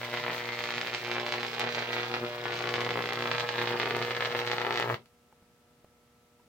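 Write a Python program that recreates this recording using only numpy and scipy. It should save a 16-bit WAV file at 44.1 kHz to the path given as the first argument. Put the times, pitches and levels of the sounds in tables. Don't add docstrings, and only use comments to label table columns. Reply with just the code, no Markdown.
import sys
import numpy as np
from scipy import signal
from scipy.fft import rfft, irfft, next_fast_len
from scipy.io import wavfile
from scipy.ndimage import uniform_filter1d

SR = 44100
rng = np.random.default_rng(int(sys.argv[2]) if len(sys.argv) > 2 else 0)


def generate_wav(signal):
    frames = np.transpose(np.atleast_2d(signal))
    scaled = np.clip(frames, -1, 1) * 32767
    pcm = np.round(scaled).astype(np.int16)
    wavfile.write(sys.argv[1], SR, pcm)


N = 285749
TIME = np.arange(N) / SR
STRIKES_PER_S = 120
ARC_OUT = 4.946
HUM_FADE_S = 0.0072
PULSE_MS = np.arange(-128, 128) / SR * 1000

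# (time [s], peak level [dB], half width of the pulse [ms])
CRACKS = [(0.1401, -15.5, 0.07), (0.173, -15, 0.05), (0.2394, -17, 0.06), (0.3054, -17, 0.09),
          (0.5902, -15.5, 0.044), (0.6398, -11.5, 0.014), (0.706, -14, 0.035), (0.7398, -15.5, 0.036),
          (0.781, -13, 0.044), (0.814, -11.5, 0.033), (0.8727, -15, 0.033), (0.9396, -14, 0.025),
          (0.9479, -9.5, 0.025), (1.1154, -12, 0.046), (1.1564, -16.5, 0.082), (1.265, -14, 0.044),
          (1.3234, -10, 0.03), (1.3398, -12.5, 0.053), (1.4314, -14, 0.056), (1.6073, -12.5, 0.056),
          (1.6155, -13.5, 0.057), (1.6407, -15.5, 0.059), (1.6734, -14, 0.079), (1.7484, -11, 0.023),
          (1.9314, -12.5, 0.049), (1.9658, -14, 0.072), (1.982, -15, 0.074), (2.032, -14.5, 0.049),
          (2.1407, -11.5, 0.057), (2.1659, -15.5, 0.12), (2.456, -14.5, 0.1), (2.6734, -14, 0.056),
          (2.6908, -12, 0.035), (2.7402, -10, 0.044), (2.7571, -13, 0.049), (2.8069, -12, 0.026),
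          (2.8484, -14, 0.03), (2.8653, -14, 0.094), (2.8912, -14.5, 0.061), (2.9069, -12, 0.049),
          (2.974, -14.5, 0.1), (2.991, -14.5, 0.097), (3.0577, -15, 0.05), (3.0901, -14.5, 0.056),
          (3.2237, -13.5, 0.048), (3.257, -13.5, 0.097), (3.274, -14.5, 0.051), (3.3152, -9.0, 0.052),
          (3.349, -14.5, 0.064), (3.3821, -11.5, 0.042), (3.3984, -11, 0.028), (3.4069, -12.5, 0.04),
          (3.4901, -11, 0.038), (3.5573, -17, 0.066), (3.5822, -13.5, 0.062), (3.6157, -12.5, 0.063),
          (3.674, -12, 0.057), (3.7994, -9.5, 0.059), (3.8162, -13, 0.05), (3.8315, -12.5, 0.085),
          (3.8576, -13, 0.063), (3.8671, -17.5, 0.14), (3.875, -14.5, 0.11), (3.9083, -11, 0.07),
          (3.949, -13.5, 0.086), (3.9661, -14.5, 0.18), (4.025, -12.5, 0.035), (4.1083, -13.5, 0.071),
          (4.2073, -13, 0.063), (4.2239, -12, 0.09), (4.2491, -13, 0.038), (4.257, -11, 0.042),
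          (4.3498, -12.5, 0.088), (4.391, -12, 0.045), (4.4748, -11.5, 0.037), (4.5159, -9, 0.036),
          (4.5326, -13, 0.1), (4.5828, -11.5, 0.076), (4.6162, -13.0, 0.063), (4.6492, -13, 0.1),
          (4.6668, -13, 0.091), (4.708, -11, 0.091), (4.758, -13, 0.054), (4.7747, -10.5, 0.035),
          (4.799, -10.5, 0.18), (4.8252, -12, 0.08), (4.9, -10, 0.18)]
# (time [s], lag [ms])
LAG = [(0, -1.5), (.4, -2.5), (.95, -2), (1.15, -1.5), (1.5, -1.5), (2.1, -1.5), (2.33, -2), (2.65, -1.74),
       (3.5, -1.5), (4.2, -0.88), (4.7, -0.57), (4.9, 0.84)]


def amp(db):
    return 10 ** (np.asarray(db) / 20)


def evened(x):
    return x / np.sqrt(np.mean(x ** 2) + 1e-20)


def curve(rows, t):
    s, *columns = np.transpose(rows)
    return [np.interp(t, s, c) for c in columns]


def read(points, hz):
    f, *columns = np.transpose(points)
    return np.array([np.interp(np.log(hz + 1), np.log(f + 1), c) for c in columns])


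def add(mix, s, sound):
    part = mix[max(round(s * SR), 0):][:len(sound)]
    part += sound[:len(part)]


def coloured(x, points):
    length = x.shape[-1]
    size = next_fast_len(length, True)
    gain = amp(read(points, np.fft.rfftfreq(size, 1 / SR)))
    return irfft(rfft(x, size) * gain, size)[..., :length]


def diffuse(pair):
    # (frequency [Hz], left-right correlation [-1 to 1])
    likeness = [(100, 0.89), (400, 0.88), (1000, 0.29), (2000, 0.18), (4000, 0.069)]
    length = pair.shape[1]
    size = next_fast_len(length, True)
    a, b = rfft(pair, size)
    same = np.clip(read(likeness, np.fft.rfftfreq(size, 1 / SR))[0], -1, 1)
    return irfft([a, same * a + np.sqrt(1 - same ** 2) * b], size)[:, :length]


def delayed(x, ms):
    return np.interp(TIME - ms / 1000, TIME, x)


def wander(count):
    return np.interp(TIME, np.linspace(0, TIME[-1], count), rng.standard_normal(count))


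def burning(fade_s):
    return np.exp(-np.maximum(TIME - ARC_OUT, 0) / fade_s)


def grown(t):
    return np.interp(t, [1.7, 3.25], [0, 1])


def flare_db(t, count=2000):
    # (middle time [s], length [s], swell, negative for a sag [dB])
    flares = [(0.141, 0.077, 6), (0.29, 0.13, 4), (0.777, 0.11, 6), (0.99, 0.075, -6), (1.157, 0.34, 6.5),
              (1.363, 0.34, 3), (1.652, 0.14, 9.5), (1.786, 0.13, 5.5), (1.853, 0.068, -10),
              (1.968, 0.3, 4), (2.14, 0.15, 11.5), (2.241, 0.11, 11.5), (2.823, 0.39, 7.5),
              (3.003, 0.28, 6.5), (3.255, 0.3, 7), (3.61, 0.17, 8), (3.74, 0.26, 6.5), (3.99, 0.46, 6),
              (4.36, 0.17, 6), (4.784, 0.2, 3.5)]
    grid = np.linspace(0, TIME[-1], count)
    arches = 0
    for s, length, db in flares:
        arches = arches + db * np.cos(np.pi * np.clip((grid - s) / length, -.5, .5)) ** 2
    return np.interp(t, grid, arches)


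def stretched(t, stretch_s=0.15):
    return np.sin(np.pi / 2 * np.interp(t, [ARC_OUT - stretch_s, ARC_OUT], [0, 1]))


def restless(t, middle_s=2.33, length_s=0.14, left=0.22):
    return 1 - (1 - left) * np.exp(-((t - middle_s) / (length_s / 2)) ** 2)


def half_cycles(delay_ms=0.0043):
    return STRIKES_PER_S * (TIME - (curve(LAG, TIME)[0] + delay_ms) / 1000)


def workshop(air_db=-66):
    # (frequency [Hz], relative level [dB])
    air_colour = [(25, -22), (65, -1.5), (150, -2.5), (300, -7.5), (1000, -14), (2000, -15), (4000, -19.5),
                  (15000, -27)]
    # (frequency [Hz], level [dB rms])
    mains = [(240, -73), (360, -88), (480, -72.5), (600, -80.5), (720, -81), (840, -85), (960, -86),
             (1200, -85), (1320, -77.5)]
    air = evened(coloured(diffuse(rng.standard_normal((2, N))), air_colour))
    lines = sum(amp(db) * np.sin(2 * np.pi * (hz * TIME + rng.random())) for hz, db in mains)
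    return amp(air_db) * air + np.sqrt(2) * lines


def knocks(rasp=0.17, tick_s=0.0032):
    # (time [s], ring peak level [dB], ring frequency [Hz], ring T60 [s], tick level [dB rms])
    knock_rows = [(5.326, -50, 875, 0.03, -54), (5.425, -57, 190, .07, -62), (5.845, -52, 560, 0.012, -54),
                  (6.397, -54, 964, 0.054, -63)]
    # (frequency [Hz], relative level [dB])
    tick_colour = [(300, 2), (1100, 1), (1500, -10), (5500, -23.5)]
    out, t = np.zeros(N), np.arange(SR // 5) / SR
    for s, db, hz, t60, tick_db in knock_rows:
        noise = rng.standard_normal(len(t))
        grit = evened(uniform_filter1d(noise, size=14))
        tick = amp(tick_db) * evened(coloured(noise, tick_colour)[0]) * np.exp(-t / tick_s)
        ring = amp(db - 60 * t / t60) * (np.sin(2 * np.pi * hz * t) + rasp * grit)
        add(out, s, tick + ring)
    return out


def hiss(left_db=9.0, right_db=6.5, flicker_db=2.5, flame_share=0.33, throb=0.13, count=380):
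    # (time [s], level [dB])
    hiss_level = [(0, -56.5), (.17, -57.5), (.35, -55), (.47, -57.5), (2.4, -60), (2.75, -59), (4.8, -57),
                  (4.94, -58)]
    # (frequency [Hz], relative level [dB])
    hiss_colour = [(300, 2.5), (4000, 12), (10500, -8.5), (13500, 0.5), (16000, 2)]
    noise = evened(coloured(rng.standard_normal((2, N)), hiss_colour))
    level_db = curve(hiss_level, TIME)[0] + flame_share * grown(TIME) * flare_db(TIME)
    level_db = level_db + flicker_db * wander(count=count)
    throbbing = 1 + throb * np.cos(2 * np.pi * half_cycles())
    return noise * amp(level_db) * amp([[left_db], [right_db]]) * throbbing * burning(0.015)


def roar(short_db=-57, grown_db=-50, flare_share=0.72, throb=0.2):
    # (frequency [Hz], relative level [dB])
    roar_colour = [(25, -34), (70, -10), (160, 5.5), (270, -37), (450, -0.5), (850, 4), (1300, -6),
                   (3000, -33.5)]
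    noise = evened(coloured(diffuse(rng.standard_normal((2, N))), roar_colour))
    db = short_db + grown(TIME) * (grown_db - short_db) + flare_share * flare_db(TIME)
    return noise * amp(db) * (1 + throb * np.cos(2 * np.pi * half_cycles())) * burning(0.0087)


def whine(waver=0.3):
    # (time [s], level [dB rms])
    whine_level = [(0, -50), (.9, -52), (1.05, -57), (1.24, -46), (1.42, -56), (1.56, -62), (1.78, -49),
                   (2.08, -67), (2.2, -45), (2.4, -49), (3.55, -59), (3.8, -60), (4.6, -56)]
    tone = (1 + waver * wander(count=60)) * np.cos(2 * np.pi * 5 * half_cycles())
    return -np.sqrt(2) * amp(curve(whine_level, TIME)[0]) * tone * burning(HUM_FADE_S)


def flame(waver=0.21, boom_db=12.5, thins_db=-5.5):
    # (level of a short arc [dB rms], level of a flame [dB rms], share of a flare's swell [ratio])
    harmonics = [(-53, -49.5, 0.43), (-58.5, -57.5, 1.23), (-54.5, -51, 1.1), (-51.5, -44.5, 0.64)]
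    turns, size, swell_db, out = half_cycles(), grown(TIME), flare_db(TIME), np.zeros(N)
    for k, (short_db, grown_db, share) in enumerate(harmonics, 1):
        stretch_db = (boom_db if k == 1 else thins_db) * stretched(TIME)
        db = short_db + size * (grown_db - short_db) + share * swell_db + stretch_db
        out -= amp(db) * (1 + waver * wander(count=130)) * np.cos(2 * np.pi * k * turns)
    return np.sqrt(2) * out * burning(HUM_FADE_S)


def sparks(width_ms=0.086, scatter_db=-26.0, scatter_ms=2.4):
    # (time [s], peak level of the push [dB])
    spark_rows = [(1.596, -12.5), (3.1334, -19.5), (3.9662, -21), (4.7992, -18), (5.0584, -43)]
    out, ms = np.zeros(N), np.arange(SR // 25) / SR * 1000
    u = ms / width_ms
    for s, db in spark_rows:
        scatter = amp(scatter_db) * rng.standard_normal(len(ms)) * np.exp(-ms / scatter_ms)
        add(out, s, amp(db) * ((1 - u) * np.exp(-u) + scatter))
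    return out


def pulse_ms(t, flare_widens=0.51, stretch_widens_db=5):
    # (time [s], half width [ms])
    half_width = [(.35, 0.056), (.55, 0.037), (1.64, .05), (3.3, 0.082)]
    return curve(half_width, t)[0] * amp(flare_widens * flare_db(t) + stretch_widens_db * stretched(t))


def falter_db(t, depth_db=-2, falter_s=0.026):
    age = t[:, None] - np.array(CRACKS)[:, 0]
    before = (age < 0) * np.exp(-(age / falter_s) ** 2)
    return depth_db * before.max(1)


def pulse(half_ms, swell, sizzle, swell_ms=0.57, sizzle_ms=1.03):
    half_ms = max(half_ms, .02)
    snap = np.hanning(len(PULSE_MS)) / (1 + (PULSE_MS / half_ms) ** 2)
    hump = np.exp(-(PULSE_MS / swell_ms + 1) ** 2)
    soft_noise = uniform_filter1d(uniform_filter1d(rng.standard_normal(len(snap)), size=12), size=7)
    fizz = evened(soft_noise) * np.exp(-(PULSE_MS / sizzle_ms + 1) ** 2)
    return swell * hump * snap.sum() / hump.sum() + sizzle * fizz - snap


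def strikes(scatter_db=3.0, lopsided=1.1, width_scatter=0.74, sharpening=0.39, jitter_ms=.17,
            hard_late_ms=.25, flare_hardens=0.24, sizzle_db=-1.0, ceiling_db=-13.0, swell=0.44,
            fizz=0.076, split_share=.22, split_ms=.55, crack_db=0.28):
    # (time [s], peak level [dB])
    snap_level = [(0, -24), (.15, -21), (.45, -21), (.72, -19), (.9, -19), (1.35, -20.5), (1.56, -21.5),
                  (1.61, -19), (2.02, -19), (2.08, -21.5), (2.36, -24), (2.47, -18), (2.72, -18.5),
                  (3.05, -20), (3.38, -19), (4.16, -21), (4.7, -16.5), (4.94, -17)]
    s = np.arange(1, int(ARC_OUT * STRIKES_PER_S) + 1) / STRIKES_PER_S
    size, spread, late = rng.standard_normal((len(s), 3)).T
    favoured = np.interp(s, TIME, wander(count=45)) * np.cos(np.pi * STRIKES_PER_S * s)
    size = evened(size + lopsided * favoured)
    size, spread, late = np.array([size, spread, late]) * restless(s)
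    s = s + (curve(LAG, s)[0] + hard_late_ms * size + jitter_ms * late) / 1000
    db = curve(snap_level, s)[0] + flare_hardens * flare_db(s) + falter_db(s)
    db = np.minimum(db + scatter_db * size, ceiling_db) + sizzle_db
    width = pulse_ms(s) * np.exp(width_scatter * np.clip(spread, -1, 1) - sharpening * np.minimum(size, 1))
    free = abs(s[:, None] - np.array(CRACKS)[:, 0]).min(1) > .5 / STRIKES_PER_S
    out, lead_s = np.zeros(N), PULSE_MS[0] / 1000
    for at, peak_db, half_ms in np.transpose([s, db, width])[free]:
        chance, gap, puff = rng.random(3)
        offsets_ms = [0]
        if chance < split_share * restless(at):
            offsets_ms = np.array([-.5, .5]) * split_ms * (.5 + gap)
        gain = amp(peak_db) / np.sqrt(len(offsets_ms))
        for ms in offsets_ms:
            add(out, at + lead_s + ms / 1000, gain * pulse(half_ms, swell * (.5 + puff), fizz))
    for at, peak_db, half_ms in CRACKS:
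        add(out, at + lead_s, amp(peak_db + crack_db) * pulse(half_ms, swell, fizz / 2))
    return uniform_filter1d(out, size=3)


def hollow(x, width_hz=420):
    # (time [s], centre frequency [Hz], share added [ratio])
    resonance = [(.4, 2010, .8), (.8, 2300, .55), (1.7, 2190, 0.29), (3, 1990, 0.22)]
    hz, share = curve(resonance, TIME)
    turn, r = np.exp(2j * np.pi * np.cumsum(hz) / SR), np.exp(-np.pi * width_hz / SR)
    smooth = signal.lfilter([1 - r], [1, -r], x / turn + 1e-18)
    return x + share * 2 * (turn * smooth).real


def room(x, wet_db=-1.5, onset_ms=1.32, clutter=1.3, clutter_ms=1.24, count=20):
    # (time [s], left lag behind right [ms])
    bearing = [(0, -0.073), (1.2, -0.0005), (2.2, 0.069), (2.7, -0.0059), (3.7, -0.06), (4.8, -0.14)]
    # (time [s], bench left [ms], bench right [ms], bench share [ratio],
    # tool wall left [ms], tool wall right [ms], tool wall share [ratio])
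    near_echoes = [(.2, 2.25, 2.9, 0.13, 2.9, 4.1, 0.17), (.75, 2.5, 2.4, 0.15, 2.9, 2.7, 0.079),
                   (1.4, 2.78, 2.63, 0.28, 2.2, 3.1, 0.068), (2.25, 2.82, 2.5, 0.25, 2.3, 3.18, 0.094),
                   (2.9, 2.55, 2.47, 0.37, 2.98, 3.03, 0.11), (4, 2.36, 2.35, .36, 2.7, 3.2, 0.15),
                   (4.9, 2.3, 2.12, 0.37, 2.93, 3.2, 0.14)]
    # (left delay [ms], right delay [ms], share [ratio])
    far_echoes = [(7.7, 6.8, 0.1), (3, 13, 0.11)]
    # (frequency [Hz], T60 [s])
    tail_t60 = [(120, 0.32), (430, 0.2), (1400, 0.12), (9000, 0.23)]
    # (frequency [Hz], relative level [dB])
    tail_colour = [(70, -29), (150, 7), (290, -4.5), (410, 6), (545, -2.5), (700, 1), (900, 2.5), (3000, 1),
                   (8000, 2.5)]
    t = np.arange(SR // 3) / SR
    lag_ms = curve(bearing, TIME)[0]
    out = np.array([delayed(x, lag_ms / 2), delayed(x, -lag_ms / 2)])
    bench_left, bench_right, bench, wall_left, wall_right, wall = curve(near_echoes, TIME)
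    moving = [(bench_left, bench_right, bench), (wall_left, wall_right, wall)]
    for *delays, share in moving + far_echoes:
        out += share * np.array([delayed(x, ms) for ms in delays])
    place = np.minimum(TIME / ARC_OUT, 1) * (count - 1)
    for k in range(count):
        taps = rng.standard_normal((2, len(t))) * (rng.random((2, len(t))) < .1)
        hz, age, z = signal.stft(diffuse(taps), SR, nperseg=256)
        decay = amp(-60 * age / read(tail_t60, hz).T)
        tail = signal.istft(z * decay, SR, nperseg=256)[1][:, :len(t)]
        onset = 1 - np.exp(-(t * 1000 / onset_ms) ** 2)
        tail = tail * onset * (1 + clutter * np.exp(-t * 1000 / clutter_ms))
        tail = coloured(tail / np.linalg.norm(tail[0]), tail_colour)[:, :SR // 4]
        nearness = np.cos(np.pi / 2 * np.clip(place - k, -1, 1))
        first, last = np.flatnonzero(nearness > 1e-6)[[0, -1]]
        for channel, response in zip(out, tail):
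            wet = signal.fftconvolve((x * nearness)[first:last], response)
            add(channel, first / SR, amp(wet_db) * wet)
    return out


def microphones(pair, size=4096):
    # (frequency [Hz], left gain [dB], right gain [dB])
    mic_gains = [(41, -34.5, -35.5), (140, -8, -8), (205, -9, -13.5), (443, -3.5, -5), (796, 0, -1),
                 (1490, 3, 0.5), (2070, 5, 3.5), (3600, -1, 8), (4460, -5, 8), (6220, -2, -2.5),
                 (8200, -11, -7), (12500, -25, -24)]
    log_gain = np.log(amp(read(mic_gains, abs(np.fft.fftfreq(size, 1 / SR)))))
    response = np.fft.ifft(np.exp(np.conj(signal.hilbert(log_gain)))).real[:, :size // 2]
    return signal.oaconvolve(pair, response, axes=1)[:, :N]


def scene(spark_right_db=-29.0):
    snaps = sparks()
    arc = microphones(room(hollow(strikes()) + snaps))
    dry_sparks = snaps * amp([[0], [spark_right_db]])
    return arc + flame() + whine() + roar() + hiss() + dry_sparks + knocks() + workshop()


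def record(dry, edge_hz=16100):
    low_pass = signal.firwin(511, edge_hz, window=("kaiser", 9), fs=SR)
    return signal.oaconvolve(dry, low_pass[None], "same")


dry = scene()
out = record(dry)
generate_wav(out)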